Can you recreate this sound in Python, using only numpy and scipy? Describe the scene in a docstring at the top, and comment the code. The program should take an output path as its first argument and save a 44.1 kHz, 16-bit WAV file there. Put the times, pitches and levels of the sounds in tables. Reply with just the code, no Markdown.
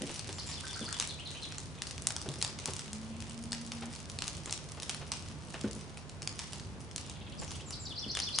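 """Sharp pops and a fine crackle: a dry fir tree burns in a back yard, close to a hand-held tape camcorder.
Resin pockets burst, twigs snap and needles tick; shed and fence echo the pops over a low outdoor rumble.
A small bird sings much the same song twice; in between, another answers far off. Feet shift in the grass.
The camera's tape drum hums, its zoom motor whines once and the hand bumps its case.
Near the end one gust brushes the microphones."""
import sys
import numpy as np
from scipy import signal
from scipy.fft import rfft, irfft
from scipy.io import wavfile
from scipy.ndimage import uniform_filter1d

SR = 44100
rng = np.random.default_rng(int(sys.argv[2]) if len(sys.argv) > 2 else 0)


def unload_audio(sound):
    """Save the sound as a 16-bit wav file, at the path given as the first command line argument."""
    columns = np.transpose(np.atleast_2d(sound))
    # keep every value between -1 and 1, then stretch to whole-number steps
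    steps = np.round(np.clip(columns, -1, 1) * 32767)
    wavfile.write(sys.argv[1], SR, steps.astype(np.int16))


N = 370440
TIME_S = np.arange(N) / SR
BAND_LIMIT_HZ = 11935


def gain(db):
    """Decibels to amplitude."""
    return 10 ** (np.asarray(db) / 20)


def unit_rms(x):
    """Scales to rms 1."""
    return x / np.sqrt(np.mean(x ** 2) + 1e-20)


def curve_at(points, hz):
    """Interpolates (Hz, value) points on a log-frequency axis."""
    f, value = np.transpose(points)
    return np.interp(np.log(hz + 1), np.log(f + 1), value)


def coloured(x, points):
    """Filters x by a curve of (Hz, dB) points."""
    size = x.shape[-1]
    return irfft(rfft(x) * gain(curve_at(points, np.fft.rfftfreq(size, 1 / SR))), size)


def drift(hz):
    """Slow random motion of rms 1, rolling off above hz."""
    f = np.fft.rfftfreq(N, 1 / SR)
    return unit_rms(irfft(rfft(rng.standard_normal(N)) * np.exp(-(f / hz) ** 2), N))


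def add(mix, start_s, sound):
    """Mixes a sound in at start_s."""
    if start_s >= 0:
        part = mix[round(start_s * SR):][:len(sound)]
        part += sound[:len(part)]


# Diffuse stereo width. Each row: frequency in Hz, side minus mid in dB.
WIDTH_DB = [(30, -12), (80, -23), (170, -11), (280, -14), (550, -13), (900, -5), (1800, -1), (4500, -1),
            (7000, -1), (10000, -8)]

def spread(pair):
    """Two unrelated signals become a diffuse field at two closely set microphones."""
    side = coloured(pair[1], WIDTH_DB)
    return np.array([pair[0] + side, pair[0] - side])


# Yard reverberation. Each row: frequency in Hz, T60 in seconds.
YARD_T60_S = [(300, 0.24), (1500, 0.45), (4500, 0.47), (10000, 0.23)]

def yard(x, taps_per_s=5000, rise_s=0.0013):
    """Diffuse scatter from grass, fence and trees; treble and bass die before the middle."""
    taps = rng.standard_normal((2, SR)) * (rng.random((2, SR)) < taps_per_s / SR)
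    hz, t, spectrum = signal.stft(taps, SR, nperseg=256)
    decay = gain(-60 * t / curve_at(YARD_T60_S, hz)[:, None])
    spectrum = spectrum * decay * (1 - np.exp(-t / rise_s))
    tail = spread(signal.istft(spectrum, SR, nperseg=256)[1])
    return signal.fftconvolve(x[None], tail / np.linalg.norm(tail.mean(0)), axes=1)[:, :N]


# Outdoor rumble and hiss. Each row: frequency in Hz, relative density in dB.
AIR_SPECTRUM_DB = [(20, -25), (40, -12.5), (62, -3), (88, 1.5), (120, -3), (200, -6.5), (320, -11.5),
                   (600, -16.5), (1100, -20.5), (1800, -27), (4000, -32.5), (7000, -36.5), (10000, -40)]

def air(level_db=-48, lift_db=.8, swell_db=2):
    """Low rumble of flames and light wind, swelling at random under a smooth far hiss."""
    field = unit_rms(coloured(rng.standard_normal((2, N)), AIR_SPECTRUM_DB))
    rumble = coloured(field, [(130, -2.5), (300, -11), (900, -32)])
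    swell = gain(lift_db + swell_db * drift(5))
    return gain(level_db) * spread(field + rumble * (swell - 1))


def gust(peak_s=7.36, rise_s=0.065, level_db=-48.5, fade_db_per_s=77, flutter_db=4):
    """Eddies pass between the two microphone ports and push them in opposite ways."""
    spectrum_db = [(30, -12), (150, 9), (400, -11), (800, -8), (2000, -37), (8000, -46)]
    eddies = unit_rms(coloured(rng.standard_normal(N), spectrum_db))
    rise = np.clip(1 + (TIME_S - peak_s) / rise_s, 0, 1)
    fade_db = fade_db_per_s * np.maximum(TIME_S - peak_s, 0)
    eddies *= rise * gain(level_db - fade_db + flutter_db * drift(22))
    return np.array([eddies, -eddies])


def tape_drum(hz=149.7, left_db=-60, right_db=-49, lag_rad=2.3):
    """The spinning drum hums through the case, mostly into the right microphone."""
    phase = 2 * np.pi * hz * TIME_S + 0.15 * drift(3.7)
    return np.sqrt(2) * np.array([gain(left_db) * np.sin(phase - lag_rad), gain(right_db) * np.sin(phase)])


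def zoom_motor(on_s=2.86, off_s=3.93, ramp_s=0.022, level_db=-47):
    """The motor runs once, its unsteady whine easing up to full speed."""
    start_hz, full_hz, spin_up_s = 207.3, 235.4, 0.32
    running_s = np.maximum(TIME_S - on_s, 0)
    hz = full_hz + (start_hz - full_hz) * np.exp(-running_s / spin_up_s)
    gate = np.clip(np.minimum(running_s, off_s - TIME_S) / ramp_s, 0, 1)
    phase = 2 * np.pi * np.cumsum(hz * (1 + 0.011 * drift(29))) / SR
    return np.sqrt(2) * gain(level_db) * gate * (1 + .25 * drift(18)) * np.sin(phase)


# Camera case modes. Each row: base frequency in Hz, relative level in dB, T60 in seconds.
CASE_MODES = [(202.2, 1.5, 0.18), (259, 1, 0.089), (350, -6.5, 0.11), (449, -0.5, 0.036), (700, -12, 0.018),
              (1406, -5, 0.022)]
# Hand contacts. Each row: start in seconds, level in dB, factor on the mode frequencies.
HAND_BUMPS = [(0.01, -35.5, 1.08), (.031, -35, 1.38), (0.095, -46, 1.7), (.292, -45, 1.54),
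              (0.812, -35, 1.12), (2.258, -38.5, 1.86), (2.284, -32, 0.69), (2.379, -46, 1.87),
              (2.434, -40, 0.62), (2.682, -42, 1.93), (5.642, -27.5, 1.04), (5.757, -40, 1.05),
              (8.06, -40, 1.02)]

def bumps(rise_s=0.0029, rub_db=-10, rub_s=0.05):
    """The soft hand rings the camera case and rubs briefly along it."""
    out, t = np.zeros(N), np.arange(SR // 4) / SR
    rub_spectrum_db = [(40, -28), (120, -3), (450, 1), (900, -18), (3000, -22.5), (9000, -45)]
    for start_s, db, pitch in HAND_BUMPS:
        ring = sum(gain(mode_db - 60 * t / t60_s) * np.sin(2 * np.pi * (hz * pitch * t + rng.random()))
                   for hz, mode_db, t60_s in CASE_MODES)
        rub = unit_rms(coloured(rng.standard_normal(len(t)), rub_spectrum_db))
        rub *= gain(rub_db) * np.exp(-t / rub_s)
        add(out, start_s, gain(db) * (1 - np.exp(-t / rise_s)) * (ring + rub))
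    return out


# Foot movements. Each row: start in seconds, level in dB.
SHOE_SCUFFS = [(.092, -46.5), (.288, -45.5), (2.258, -47.5), (2.68, -41.5), (3.82, -41), (3.867, -53),
               (4.47, -43.5), (4.77, -46.5), (5.012, -43.5), (5.54, -40.5), (7.417, -42.5)]

def scuffs(rise_s=0.0032, fade_s=0.016, roughness=0.21, scatter_db=-9):
    """Dry grass crunches under a shoe: a short clump of dull grains."""
    out, t = np.zeros(N), np.arange(SR // 8) / SR
    spectrum_db = [(150, 1), (450, 2), (1000, -1), (1800, -6), (3000, -7.5), (4500, -13.5), (10000, -25)]
    press = (1 - np.exp(-t / rise_s)) * np.exp(-t / fade_s)
    for start_s, db in SHOE_SCUFFS:
        grains = rng.standard_normal(len(t)) * np.exp(roughness * rng.standard_normal(len(t)))
        grains = unit_rms(coloured(grains, spectrum_db))
        add(out, start_s, gain(db) * grains * press / press.max())
    return out + gain(scatter_db) * yard(out)


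# Bird syllables by name. Each row: length in seconds, base pitch at start, middle and end in Hz,
# hoarseness as pitch scatter in Hz.
BIRD_SYLLABLES = {"chip": (.022, 3900, 3250, 2650, 520), "tsip": (.018, 7800, 7300, 6700, 150),
                  "whistle": (.055, 7800, 7300, 7250, 180), "fall": (.027, 5700, 4350, 3650, 240),
                  "low": (.028, 3500, 3370, 2600, 45), "flick": (.013, 4900, 4400, 3800, 190),
                  "rise": (.027, 3950, 4750, 6300, 130), "tew": (.032, 4200, 4100, 3250, 230),
                  "hook": (.021, 4000, 4500, 5400, 200), "lift": (.03, 2550, 2900, 3200, 260),
                  "slur": (.024, 5150, 4800, 4350, 150)}

def trill(start_s, syllable, repeats, period_s, db, step_db, pitch, wander=0.0072):
    """A hoarse glide repeated evenly, never quite on the same pitch; yields (start in seconds, note)."""
    length_s, *points_hz, hoarse_hz = BIRD_SYLLABLES[syllable]
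    progress = np.linspace(0, 1, int(length_s * SR))
    glide_hz = pitch * np.polyval(np.polyfit([0, .5, 1], points_hz, 2), progress)
    window = signal.windows.tukey(len(progress), .35)
    for k in range(repeats):
        rasp = unit_rms(uniform_filter1d(rng.standard_normal(SR // 4), size=30))[:len(progress)]
        hz = glide_hz * (1 + wander * rng.uniform(-0.98, 1)) + hoarse_hz * rasp
        tone = np.sin(2 * np.pi * np.cumsum(hz) / SR)
        yield start_s + k * period_s, gain(db + k * step_db) * window * tone


# Near bird's trills. Each row: start in seconds, syllable, repeats, period in seconds, level in dB,
# step per repeat in dB, pitch factor, direct-path gain in dB as the head turns.
NEAR_TRILLS = [(.03, "chip", 5, .055, -60, .5, 0.8, 5), (.38, "fall", 2, .135, -37, -1.5, 1.07, -5),
               (.315, "whistle", 2, .136, -46, 4, 1, -8), (.566, "low", 4, .1215, -42.5, .8, 1.01, -4),
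               (0.736, "flick", 2, .1215, -36, 1, 1.04, -4.5), (.633, "hook", 3, .1215, -38.5, 1, 0.33, -7),
               (1.088, "tew", 3, .166, -38, 0.4, 0.97, -4), (1.185, "lift", 2, .163, -39, 0, 1.01, -8),
               (1.505, "chip", 2, .27, -45, -1.5, 0.84, -7), (7.043, "chip", 6, .055, -51, 1, .97, -3),
               (7.378, "slur", 1, 0, -48, 2, 1, -1.5), (7.383, "slur", 2, .09, -52, 0, 1.2, -1),
               (7.39, "tsip", 2, .024, -46.5, -1, 1, -2), (7.468, "whistle", 1, 0, -54, 0, .85, 0),
               (7.535, "lift", 2, .06, -51, 1, 1.04, 1), (7.656, "whistle", 2, .136, -48, 3, 0.99, -2),
               (7.722, "fall", 2, .129, -38, 0, 1.045, -3), (7.903, "low", 5, .1215, -40.5, 1.8, 1, -1.5),
               (7.957, "flick", 4, .1215, -35, 0.5, 1.03, -8),
               (7.974, "rise", 4, .1215, -35, 1.5, 1.01, -1.5)]
# Far bird's trill. One row: the same columns without the direct-path gain.
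FAR_TRILL = (3.11, "lift", 3, .075, -49, 0, .95)

def birds(slap_s=0.033, slap_db=-16):
    """Near song with a slap from the shed and haze from the trees; the far answer is haze only."""
    song, direct = np.zeros(N), np.zeros(N)
    for *row, facing_db in NEAR_TRILLS:
        for start_s, note in trill(*row):
            add(song, start_s, note)
            add(direct, start_s, gain(facing_db) * note)
            add(direct, start_s + slap_s, gain(slap_db) * note)
    for start_s, note in trill(*FAR_TRILL):
        add(song, start_s, note)
    return direct + coloured(yard(song), [(3000, -9.5), (4200, -7), (5500, -5.5), (7500, -8)])


def snap(hz, splinter_share, width_hz=5000, rise_s=.0001, fade_s=.0008):
    """A pocket bursts in one click, then fibres splinter; its size sets a broad resonance."""
    t = np.arange(512) / SR
    b, a = signal.iirpeak(np.clip(hz, 500, 9500), max(hz / width_hz, .7), fs=SR)
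    lowpass = signal.butter(4, BAND_LIMIT_HZ, fs=SR, output="sos")
    click = -signal.unit_impulse(len(t))
    fibres = rng.standard_normal(len(t)) * np.exp(-t / fade_s) * (1 - np.exp(-t / rise_s))
    click, fibres = (signal.sosfilt(lowpass, signal.lfilter(b, a, x)) for x in (click, fibres))
    click, fibres = click / np.linalg.norm(click), fibres / np.linalg.norm(fibres)
    return np.sqrt(1 - splinter_share) * click + np.sqrt(splinter_share) * fibres


def flurry_power(level_db=-11, db_per_db=0.79, rise_s=0.0023, fade_s=0.0081):
    """Each resin pop sets off ticking in the needles round it, which builds and dies away."""
    power = np.zeros(N)
    for start_s, pop_db, _, _ in RESIN_POPS:
        add(power, start_s, gain([db_per_db * pop_db + level_db]) ** 2)
    for tau_s in (rise_s, fade_s):
        pole = np.exp(-1 / (tau_s * SR))
        power = signal.lfilter([1 - pole], [1, -pole], power)
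    return power


# How briskly the needles burn. Each row: time in seconds, relative crackle level in dB.
BLAZE_DB = [(0.0, -51), (0.26, -61.5), (0.56, -54), (1.85, -67.5), (2.06, -63.5), (2.64, -61.5),
            (3.02, -65), (4.21, -62.5), (4.3, -59), (4.37, -62.5), (4.98, -66), (5.38, -66), (5.71, -61.5),
            (6.06, -76.5), (6.27, -81), (6.41, -55.5), (6.71, -71.5), (7.35, -73.5), (7.41, -60),
            (7.56, -61), (7.65, -71.5), (8.0, -69), (8.19, -69), (8.4, -57)]
# Colour of the ticks. Each row: frequency in Hz, gain in dB.
TICK_COLOUR_DB = [(300, -3), (900, 13), (1800, 4.5), (3000, 2), (5000, 2), (7000, 0.5), (10000, 2)]

def needles(level_db=5, fizz_db=-6, scatter_db=-3, flare_db=1.5, ticks_per_s=170, tiny_per_s=4000):
    """Burning needles tick over a fizz of tiny bursts; both follow the blaze, ticks flare after pops."""
    size_db, ticks_hz = 4.8, np.geomspace(2800, 9000, 12)
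    sizes = gain(size_db * np.minimum(rng.exponential(1, N), 3)) * rng.choice([-1, 1], N)
    impulses = sizes * (rng.random(N) < ticks_per_s / SR)
    kind = rng.integers(0, len(ticks_hz), N)
    ticks = sum(signal.oaconvolve(impulses * (kind == k), snap(hz, 0.6))[:N]
                for k, hz in enumerate(ticks_hz))
    fizz_colour_db = [(300, -26), (1000, -11), (2000, 2.5), (4500, -2), (7000, 0), (10000, -11.5)]
    fizz = spread(rng.standard_normal((2, N)) * (rng.random((2, N)) < tiny_per_s / SR))
    fizz = unit_rms(coloured(fizz, fizz_colour_db))
    blaze = gain(level_db + np.interp(TIME_S, *np.transpose(BLAZE_DB)) - flare_db * drift(13))
    ticks = unit_rms(coloured(ticks, TICK_COLOUR_DB)) * np.sqrt(blaze ** 2 + flurry_power())
    return ticks + gain(scatter_db) * yard(ticks) + gain(fizz_db) * blaze * fizz


def twigs(base_db=-34, range_db=9, db_per_db=0.73, snaps_per_s=20, lowest_hz=4000):
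    """Thin twigs snap at random, dry and to the right, louder when the blaze is high."""
    out = np.zeros((2, N))
    blaze_db = np.interp(TIME_S, *np.transpose(BLAZE_DB))
    lift_db = db_per_db * (blaze_db - blaze_db.mean())
    for when, size, octaves, leftward in rng.random((round(snaps_per_s * N / SR), 4)):
        db = base_db + lift_db[int(when * N)] + range_db * size ** 2
        crack = gain(db) * snap(lowest_hz * 2 ** octaves, splinter_share=.3)
        add(out[0], when * N / SR, crack * gain(-8.7 + 5.8 * leftward))
        add(out[1], when * N / SR, crack * gain(6.65 - 5.32 * leftward))
    return out


def knock(centre_hz=850, decay_s=0.00055):
    """The branch recoils from a pop with a dull, heavily damped cycle or two."""
    t = np.arange(512) / SR
    ring = np.sin(2 * np.pi * centre_hz * rng.uniform(0.38, 1.64) * t) * np.exp(-t / decay_s)
    return ring / np.linalg.norm(ring)


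# Reflections from ground, shed and fence. Each row: delay in seconds, gain in dB.
HARD_ECHOES = [(.0015, -5.5), (.0068, -19), (0.0186, -14), (0.052, -16)]
# Bursting resin pockets, and one low, splintery click at 5.54 s that lands with a footstep in the grass. Each
# row: start in seconds, energy in dB, # resonance in Hz, share of the energy in splintering from 0 to 1.
RESIN_POPS = [(0.0198, -15, 6100, 0.9), (0.0942, -22, 3200, 0.4), (0.1606, -21, 5900, .3),
              (0.1937, -14, 5800, 0.25), (0.2915, -20, 3620, 0.3), (0.3278, -18.5, 5800, 0),
              (.4738, -22, 7100, 0.2), (0.9268, -11.5, 6100, 0.5), (0.988, -19, 5900, 0.2),
              (0.9994, -4, 6000, 0.2), (1.0243, -11, 4820, 0.4), (1.0741, -15.5, 8400, 0),
              (1.4327, -22.5, 5500, .3), (1.5224, -20, 3850, 0.6), (1.5826, -14.5, 5900, 0.6),
              (1.82, -10.5, 4310, 0), (1.8693, -19, 4600, 0.6), (1.91, -18, 4500, 0),
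              (1.9798, -18, 3470, 0.1), (2.021, -18.5, 8400, 0.1), (2.07, -0.5, 8000, 0),
              (2.105, -13, 4270, 0.9), (2.1642, -9.5, 5270, 0.55), (2.2151, -18, 5000, 0.95),
              (2.2887, -16, 6100, 0.6), (2.3392, -20.5, 4900, 0.5), (2.4146, -11.5, 5000, 0.5),
              (2.4252, -3.5, 6700, 0.16), (2.4473, -9.5, 4100, 0.89), (2.588, -19.5, 4900, .9),
              (2.6573, -8, 6550, 0), (2.735, -14.5, 6200, 0.95), (2.7653, -17.5, 7000, 0.03),
              (2.7928, -16, 6050, 0.3), (2.8085, -21.5, 6600, 0.4), (2.931, -15.5, 7250, 0.03),
              (3.204, -21.5, 5360, 0), (3.2231, -22, 3900, 0.2), (3.296, -22, 7000, .3),
              (3.3895, -31, 6500, .3), (3.4384, -23.5, 6800, 0.5), (3.52, -11, 5530, 0.6),
              (3.5297, -10.5, 5100, 0.5), (3.6138, -26, 5500, 0.1), (3.6645, -23.5, 7000, 0.3),
              (3.7191, -14.5, 3800, 0.4), (3.9513, -23.5, 6000, .2), (4.0024, -25, 6000, .2),
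              (4.0984, -19.5, 5630, 0.03), (4.188, -12.5, 4600, 1), (4.2215, -10, 3760, 0.03),
              (4.241, -20, 3730, 0.3), (4.2715, -19, 5400, .2), (4.2795, -10.5, 5700, 0.1),
              (4.3685, -22.5, 7250, .2), (4.4583, -15.5, 4700, 0.9), (4.4955, -19.5, 3020, 0.9),
              (4.5088, -15, 7300, 0.04), (4.5253, -8.5, 5870, 0.35), (4.576, -25, 4440, .4),
              (4.7195, -22.5, 7000, 0.3), (4.8, -20, 4800, 0.2), (4.8224, -18.5, 4900, .3),
              (4.8304, -16, 5340, 0.96), (4.895, -8.5, 4430, 0.02), (4.946, -16.5, 4380, 0.5),
              (5.1183, -8, 5400, 0.7), (5.1636, -31, 4300, .2), (5.224, -26.5, 6040, 0.1),
              (5.2536, -35, 7000, .2), (5.5421, -20, 1770, 0.9), (5.6118, -19, 5100, 0.4),
              (5.7113, -21.5, 6000, 0.14), (5.7314, -24, 6800, 0.2), (5.7503, -26, 8800, .2),
              (5.9726, -23, 4120, 0.6), (6.096, -24, 4830, 0), (6.22, -18, 4330, 0.97),
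              (6.2285, -21, 3800, .5), (6.2745, -8, 5330, 0.4), (6.3916, -14, 4700, 0.08),
              (6.5319, -16.5, 3900, 0.97), (6.598, -23.5, 5000, 0.2), (6.8045, -31, 7500, .2),
              (6.9124, -26, 4500, .3), (6.961, -11, 6500, 0.05), (6.9798, -17, 5500, 0.2),
              (6.9997, -33, 5500, 0.3), (7.0643, -26, 6500, .2), (7.097, -20, 7450, 0.4),
              (7.4465, -23.5, 6550, 0.5), (7.5076, -21, 5100, 0.9), (7.514, -24, 5100, .9),
              (7.7064, -17.5, 7840, 0.4), (8.1511, -13, 5540, .3), (8.1715, -9, 2520, 0.02),
              (8.1899, -11, 3850, .15), (8.2003, -9, 5095, 0.4), (8.3865, -1.5, 4960, 1)]

def pops(direct_s=0.0004, jitter_s=0.0004, direct_pan_db=.5, echo_pan_db=3, wood_scatter_db=4):
    """Resin bursts all over the tree, so the echoes shift; the loudest face the camera and are driest."""
    out, places = np.zeros((2, N)), np.zeros((3, N))
    for k, (start_s, db, hz, splinter_share) in enumerate(RESIN_POPS):
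        # Deeper, more splintery pops shake the branch harder.
        wood_db = -19.5 - 3.5 * np.log2(hz / 4900) + 6 * splinter_share
        burst = gain(db) * snap(hz, splinter_share)
        wood = gain(db + wood_db) * knock()
        send = gain(-.25 * max(db + 12, -4))
        add(places[k % len(places)], start_s, send * (burst + gain(wood_scatter_db) * wood))
        echoes = [(delay_s + jitter_s * rng.standard_normal(), path_db, echo_pan_db)
                  for delay_s, path_db in HARD_ECHOES]
        for delay_s, path_db, pan_db in [(direct_s, 0, direct_pan_db)] + echoes:
            lean_db = pan_db * rng.standard_normal()
            add(out[0], start_s + delay_s, (burst + wood) * gain(path_db + lean_db))
            add(out[1], start_s + delay_s, (burst + wood) * gain(path_db - lean_db))
    scatter_db = [(300, -5), (1000, -3.5), (1800, -7.5), (3000, -9.5), (5000, -8.5), (10000, -8.5)]
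    return out + coloured(sum(yard(place) for place in places), scatter_db)


def scene():
    """Fire, air, birds, feet and camera in stereo."""
    fire = pops() + needles() + twigs()
    return fire + air() + gust() + birds() + scuffs() + bumps() + tape_drum() + zoom_motor()


# Microphone treble roll-off. Each row: frequency in Hz, gain in dB.
MIC_RESPONSE_DB = [(10200, -0.5), (10600, -5), (11000, -20.5), (11400, -32), (12000, -31)]

def record(dry, left_treble_db=1.24):
    """The left microphone is a little brighter; both lose their top end below the band limit."""
    left = coloured(dry[0], [(500, 0), (2500, left_treble_db)])
    sound = coloured(np.array([left, dry[1]]), MIC_RESPONSE_DB)
    lowpass = signal.firwin(255, BAND_LIMIT_HZ, window=("kaiser", 8), fs=SR)
    return signal.oaconvolve(sound, lowpass[None], "same")


dry = scene()
out = record(dry)
unload_audio(out)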